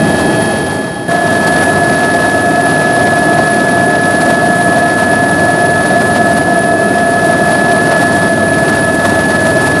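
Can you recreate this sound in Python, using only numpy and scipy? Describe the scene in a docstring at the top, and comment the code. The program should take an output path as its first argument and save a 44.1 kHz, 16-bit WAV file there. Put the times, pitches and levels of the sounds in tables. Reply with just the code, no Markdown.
"""A helicopter's three-blade rotor, heard from the cabin: each blade passage thumps, harder in the wake.
Gear teeth sing steady tones, shafts hum and the turbine compressor whines.
Air roars past the cabin, swelling with the blades. A first stretch of flight fades and cuts abruptly
to a second, where the slipstream is stronger and howls at an opening."""
import sys
import numpy as np
from scipy.fft import rfft, irfft, next_fast_len
from scipy.io import wavfile
from scipy.ndimage import map_coordinates

SR = 44100
rng = np.random.default_rng(int(sys.argv[2]) if len(sys.argv) > 2 else 0)


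def master(y):
    """Save y as 16-bit WAV."""
    cut = np.clip(np.atleast_2d(y).T, -1, 1)
    pcm = np.round(cut * 32767)  # scale
    wavfile.write(sys.argv[1], SR, pcm.astype(np.int16))


N = 432166
CUT_S = 1.082
BLADES, MESH_ORDER, PINION_ORDER = 3, 264, 100  # blade passages and tooth contacts per rotor turn


def amp(db):
    return 10 ** (np.asarray(db) / 20)


def unit(x):
    return x / np.sqrt(np.mean(x ** 2) + 1e-20)


def seconds():
    return np.arange(N) / SR


def curves(rows):
    """One value per sample for each column after the time."""
    times_s, *columns = np.transpose(rows)
    return [np.interp(seconds(), times_s, column) for column in columns]


def at_cut(before, after):
    return np.where(seconds() < CUT_S, before, after)


def step_gain(before_db, after_db):
    return at_cut(amp(before_db), amp(after_db))


def wobble(rate_hz):
    """Smooth random curve, rate_hz knots a second."""
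    knots = rng.standard_normal(4096)
    coarse_s = np.arange(0, N + 64, 64) / SR
    return np.interp(seconds(), coarse_s, map_coordinates(knots, [coarse_s * rate_hz], mode="wrap"))


def filtered(x, response):
    size = next_fast_len(N + SR // 4)
    return irfft(rfft(x, size) * response(np.fft.rfftfreq(size, 1 / SR)), size)[:N]


def noise(spectrum):
    """Coloured noise, rms 1."""
    points_hz, db = np.transpose(spectrum)
    colour = lambda hz: amp(np.interp(np.log(hz + 1), np.log(points_hz), db))
    return unit(filtered(rng.standard_normal(N), colour))


def fuzzy_tone(hz, width_hz, steep):
    """Narrow noise band on a pitch, rms 1."""
    skirt = lambda f: (1 + (2 * f / width_hz) ** 2) ** (-steep / 2)
    in_phase, quadrature = (filtered(row, skirt) for row in rng.standard_normal((2, N)))
    phase = 2 * np.pi * np.cumsum(hz * np.ones(N)) / SR
    return unit(in_phase * np.cos(phase) + quadrature * np.sin(phase))


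def tone(cycles):
    """Sine with a random start, rms 1."""
    return np.sqrt(2) * np.sin(2 * np.pi * (cycles + rng.random()))


def throb(turns, depth, lead):
    """Gain that swells once per blade passage; lead in passages."""
    return 1 + depth * np.cos(2 * np.pi * (BLADES * turns + lead))


def chop(turns, lead, scatter):
    """One short swell per blade passage, each of random strength."""
    passage = BLADES * turns + lead
    strength = np.exp(scatter * rng.standard_normal(512))
    return strength[np.round(passage).astype(int)] * np.cos(np.pi * passage) ** 4


# Each row: centre in seconds, half length in seconds, depth in dB.
LEVEL_DIPS = [(2.5, 0.14, 2), (6.75, 0.57, 2), (8.38, 0.12, 2), (8.93, 0.075, 2)]


def dips_db():
    """The level dips briefly."""
    return -sum(db * np.exp(-((seconds() - s) / half_s) ** 2) for s, half_s, db in LEVEL_DIPS)


# Hardest blade slaps. 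Each row: centre in seconds, hiss lift in dB.
BLADE_SLAPS = [(0.201, 4.5), (1.272, 4), (1.479, 7.5), (1.565, 2), (1.631, 5.5), (2.048, 3), (3.389, 4),
               (4.215, 5.5), (4.305, 5.7), (4.991, 4.5), (6.018, 6), (6.164, 6.5), (6.377, 8.5), (7.512, 3),
               (7.716, 3.5), (7.92, 5.5), (8.026, 6), (8.232, 5), (8.689, 4.5), (9.059, 7), (9.363, 4.6),
               (9.466, 6), (9.619, 3.5), (9.674, 5)]


def slaps_db(half_s):
    """Brief lifts where a blade meets the wake."""
    return sum(db / (1 + ((seconds() - s) / half_s) ** 4) for s, db in BLADE_SLAPS)


# Airflow along the cabin. Each row: time in seconds, strength in dB.
AIR_FLOW = [(1.08, 1.5), (1.6, 0.5), (2.8, 0.5), (3.9, -0.5), (5.3, -0.96), (7.5, 0.5), (9.8, -0.5)]
# Air noise spectra. Each row: frequency in Hz, relative density in dB.
RUMBLE_SPECTRUM = [(20, -28), (45, -34), (70, -17), (100, -11), (150, -3.5), (200, -1.5), (290, -0.5),
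                   (400, -3), (490, -9), (700, -10.5), (1500, -73), (4000, -84)]
RUSH_SPECTRUM = [(200, -32), (480, -10.5), (600, 0), (690, 0.5), (770, -6.5), (860, -5), (1000, -9.5),
                 (1300, -12), (1550, -15), (1760, -13), (2100, -25.5), (3000, -37), (8000, -93)]
HISS_SPECTRUM = [(500, -38), (1500, 2), (2550, 2), (3000, 0), (3800, -0.5), (4450, -1), (5500, -3.5),
                 (6800, -9.5), (9000, -23), (14000, -72)]
FIZZ_SPECTRUM = [(3500, -39), (5500, -15), (6800, -5.5), (8000, -3), (9000, 1), (10400, 0), (11200, -4.5),
                 (12900, -16.5), (14000, -45)]
# Resonances in the hiss. Each row: centre in Hz, width in Hz, relative level in dB.
PANEL_MODES = [(1840, 330, -9.5), (2526, 320, -19), (3760, 210, -14.5), (4456, 320, -13)]


def airflow(turns, wake):
    """Rumble, rush, hiss and fizz grow with the flow; blade slaps lift the hiss most."""
    flow_db, = curves(AIR_FLOW)
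    chop_db = (1.2 + 2 * wake) * chop(turns, lead=0.39, scatter=0.18)
    slap_db = slaps_db(half_s=0.0105)
    gust_db = 0.5 * wobble(22) + dips_db()
    wash_db = np.maximum(chop_db, slap_db) + gust_db
    rumble = step_gain(-15.5, -15) * amp(0.2 * flow_db) * noise(RUMBLE_SPECTRUM)
    rumble *= throb(turns, depth=0.032, lead=0.83)
    rush_db = flow_db + np.maximum(chop_db, 0.79 * slap_db) + gust_db
    rush = step_gain(-23, -18) * amp(rush_db) * noise(RUSH_SPECTRUM)
    ringing = sum(amp(db) * fuzzy_tone(hz, width_hz, steep=1.3) for hz, width_hz, db in PANEL_MODES)
    hiss_db = flow_db + wash_db + 1.64 * wobble(170)
    hiss = step_gain(-32.5, -29) * amp(hiss_db) * (noise(HISS_SPECTRUM) + ringing)
    fizz_db = flow_db + 1.4 * wake + 0.88 * wash_db + 1.55 * wobble(130) + 0.67 * wobble(18)
    fizz = step_gain(-38.2, -34) * amp(fizz_db) * noise(FIZZ_SPECTRUM)
    return rumble + rush + hiss + fizz


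# Howl after the cut. Each row: time in seconds, pitch in Hz, relative level in dB.
CAVITY_HOWL = [(1.08, 691, -14.5), (1.6, 696, -20), (2.5, 698.2, -17.5), (4.2, 698.2, -17),
               (5.9, 699.3, -17), (7.1, 689.5, -16.5), (8.0, 691, -17.5), (8.5, 666.7, -20.5),
               (9.1, 676, -19.5), (9.35, 654, -21.6), (9.8, 664, -31)]


def howl(turns):
    """The slipstream drives a cavity into a fluttering howl, higher and weak before the cut."""
    hz, db = curves(CAVITY_HOWL)
    # Eddies and blades push the pitch about.
    flutter_hz = hz + 8.49 * wobble(60) + 4 * wobble(14) + 8 * np.sin(2 * np.pi * BLADES * turns)
    core = tone(np.cumsum(flutter_hz) / SR) * amp(1.4 * wobble(75))
    strong = amp(db) * (core + amp(-2) * fuzzy_tone(hz, width_hz=110, steep=5.5))
    weak = amp(-25) * fuzzy_tone(816, width_hz=36, steep=1.6)
    return at_cut(weak, strong) * throb(turns, depth=0.15, lead=0.39)


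# Compressor after the cut. Each row: time in seconds, pitch in Hz.
COMPRESSOR_PITCH = [(1.08, 10080), (5, 9995), (7.3, 9915), (9.8, 9980)]


def turbine(turns):
    """Compressor whine, blurred by turbulence; broader before the cut."""
    hz, = curves(COMPRESSOR_PITCH)
    before = amp(-32.5) * fuzzy_tone(10320, width_hz=460, steep=2.1)
    after = amp(-31) * fuzzy_tone(hz, width_hz=310, steep=1.65)
    return at_cut(before, after) * throb(turns, depth=0.18, lead=0.067) * amp(1.75 * wobble(16))


# Each row: mean pitch in Hz, relative level in dB before the cut, and after it.
SHAFT_TONES = [(80.2, -38, -48), (100, -34, -36.5), (120, -43, -41), (139.3, -34, -44), (299.3, -42, -33),
               (655, -29, -42), (1038, -39, -48), (1197, -43, -54), (1618, -54, -40), (2340, -52, -61),
               (2970, -54, -65), (4460, -46, -68), (4490, -45, -68)]


def shafts(rotor_hz):
    """Shafts and accessories hum in step with the drive."""
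    clock_s = np.cumsum(rotor_hz / rotor_hz.mean()) / SR
    return sum(step_gain(before_db, after_db) * tone(hz * clock_s + 0.059 * wobble(3.7))
               for hz, before_db, after_db in SHAFT_TONES)


# Gear tones. Each row: harmonic, relative level in dB before the cut, and after it, swell from 0 to 1.
MAIN_GEAR_TONES = [(1, -21, -15.5, 0.03), (2, -48, -46.5, 0.3)]
PINION_TONES = [(1, -26, -24.5, 0.07), (2, -39, -29, 0.5), (3, -39, -49, 0), (4, -40.5, -44.5, 0.15),
                (5, -34.5, -47.5, 0.02), (6, -46, -50.5, 0.15), (7, -56, -60, .1), (8, -46, -52, 0)]


def gearbox(turns, drift_db=2, linger_db=9.5, linger_s=1.2):
    """Gear teeth sing; the blades load them and twist the drive slightly."""
    twist_turns = 0.00009 * np.sin(2 * np.pi * (BLADES * turns + 0.2)) + 0.00006 * wobble(30)
    load = throb(turns, depth=0.12, lead=0.66) * amp(0.22 * wobble(13) + 0.98 * wobble(100))
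    since_cut_s = seconds() - CUT_S
    fifth_lift_db = linger_db * (since_cut_s > 0) * np.exp(-(since_cut_s / linger_s) ** 2)
    gears = (MESH_ORDER, MAIN_GEAR_TONES, dips_db()), (PINION_ORDER, PINION_TONES, 0.25 * dips_db())
    singing = np.zeros(N)
    for order, tones, dip_db in gears:
        for harmonic, before_db, after_db, swell in tones:
            # An off-centre gear swells unevenly, once per rotor turn.
            runout = 1 + swell * (np.cos(2 * np.pi * (turns + 0.63)) + 0.2 * wobble(10))
            wander_db = drift_db * (harmonic > 2) * wobble(2.54)
            change_db = dip_db + wander_db + (harmonic == 5) * fifth_lift_db
            gain = step_gain(before_db, after_db) * runout * amp(change_db)
            singing += gain * tone(harmonic * order * (turns + twist_turns))
    return step_gain(-0.3, 0.35) * load * singing


# Each row: multiple of the blade rate, relative level in clean air in dB, change in full wake in dB.
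BLADE_THUMP = [(3, -51.5, 10), (4, -46.5, 11.5), (5, -37.5, 11.5), (6, -35.8, 5.5), (7, -42.5, 12),
               (8, -30.5, 0.5), (9, -31.5, 4), (10, -36, 3.5), (11, -34, 7), (13, -42, 3), (14, -34.5, -1),
               (17, -40, -3), (19, -37.5, -3)]


def rotor(turns, wake):
    """Blade passages shake the cabin; the wake lifts mainly the low harmonics."""
    thump = np.zeros(N)
    for harmonic, clean_db, wake_db in BLADE_THUMP:
        gain = amp(clean_db + wake_db * wake + 2.7 * wobble(3.2))
        thump += gain * tone(harmonic * BLADES * turns + 0.041 * wobble(5))
    return thump


def fade(first_db=2, start_s=0.4, length_s=0.97, entry_db=-3, settle_s=0.45):
    """The first stretch fades until the cut; the second enters low and recovers."""
    t = seconds()
    leaving = amp(first_db) * np.clip(1 - (t - start_s) / length_s, 0, 1)
    entering = amp(entry_db * np.clip(1 - (t - CUT_S) / settle_s, 0, 1))
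    return at_cut(leaving, entering)


# Main gear mesh after the cut. Each row: time in seconds, tooth rate in Hz.
MESH_RATE = [(1.08, 1707), (2.7, 1705.5), (4.3, 1706.8), (5.6, 1709.3), (7.7, 1710.3)]
# Blades in their own wake. Each row: time in seconds, depth from 0 to 1.
WAKE_DEPTH = [(.3, 0.4), (1.1, 0.27), (3.7, 0.1), (5.9, 0.63), (7.1, 0), (8.4, 0.5), (9.4, 0.98)]


def scene():
    """One rotor speed drives blades, shafts and gears; the wake deepens thump and chop."""
    mesh_hz = at_cut(1703.1, curves(MESH_RATE)[0])
    rotor_hz = mesh_hz / MESH_ORDER
    turns = np.cumsum(rotor_hz) / SR + at_cut(-0.11, 0)  # rotor position jumps at the cut
    wake, = curves(WAKE_DEPTH)
    machine = rotor(turns, wake) + shafts(rotor_hz) + gearbox(turns) + turbine(turns)
    air = howl(turns) + airflow(turns, wake)
    return ((machine + air) * fade())[None]


def record(dry, ceiling=1.05, top_hz=14300):
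    """Peaks are rounded off, then the band is limited."""
    rounded = dry[0] / (1 + np.abs(dry[0] / ceiling) ** 8) ** (1 / 8)
    return filtered(rounded, lambda hz: hz < top_hz)[None]


dry = scene()
out = record(dry)
master(out)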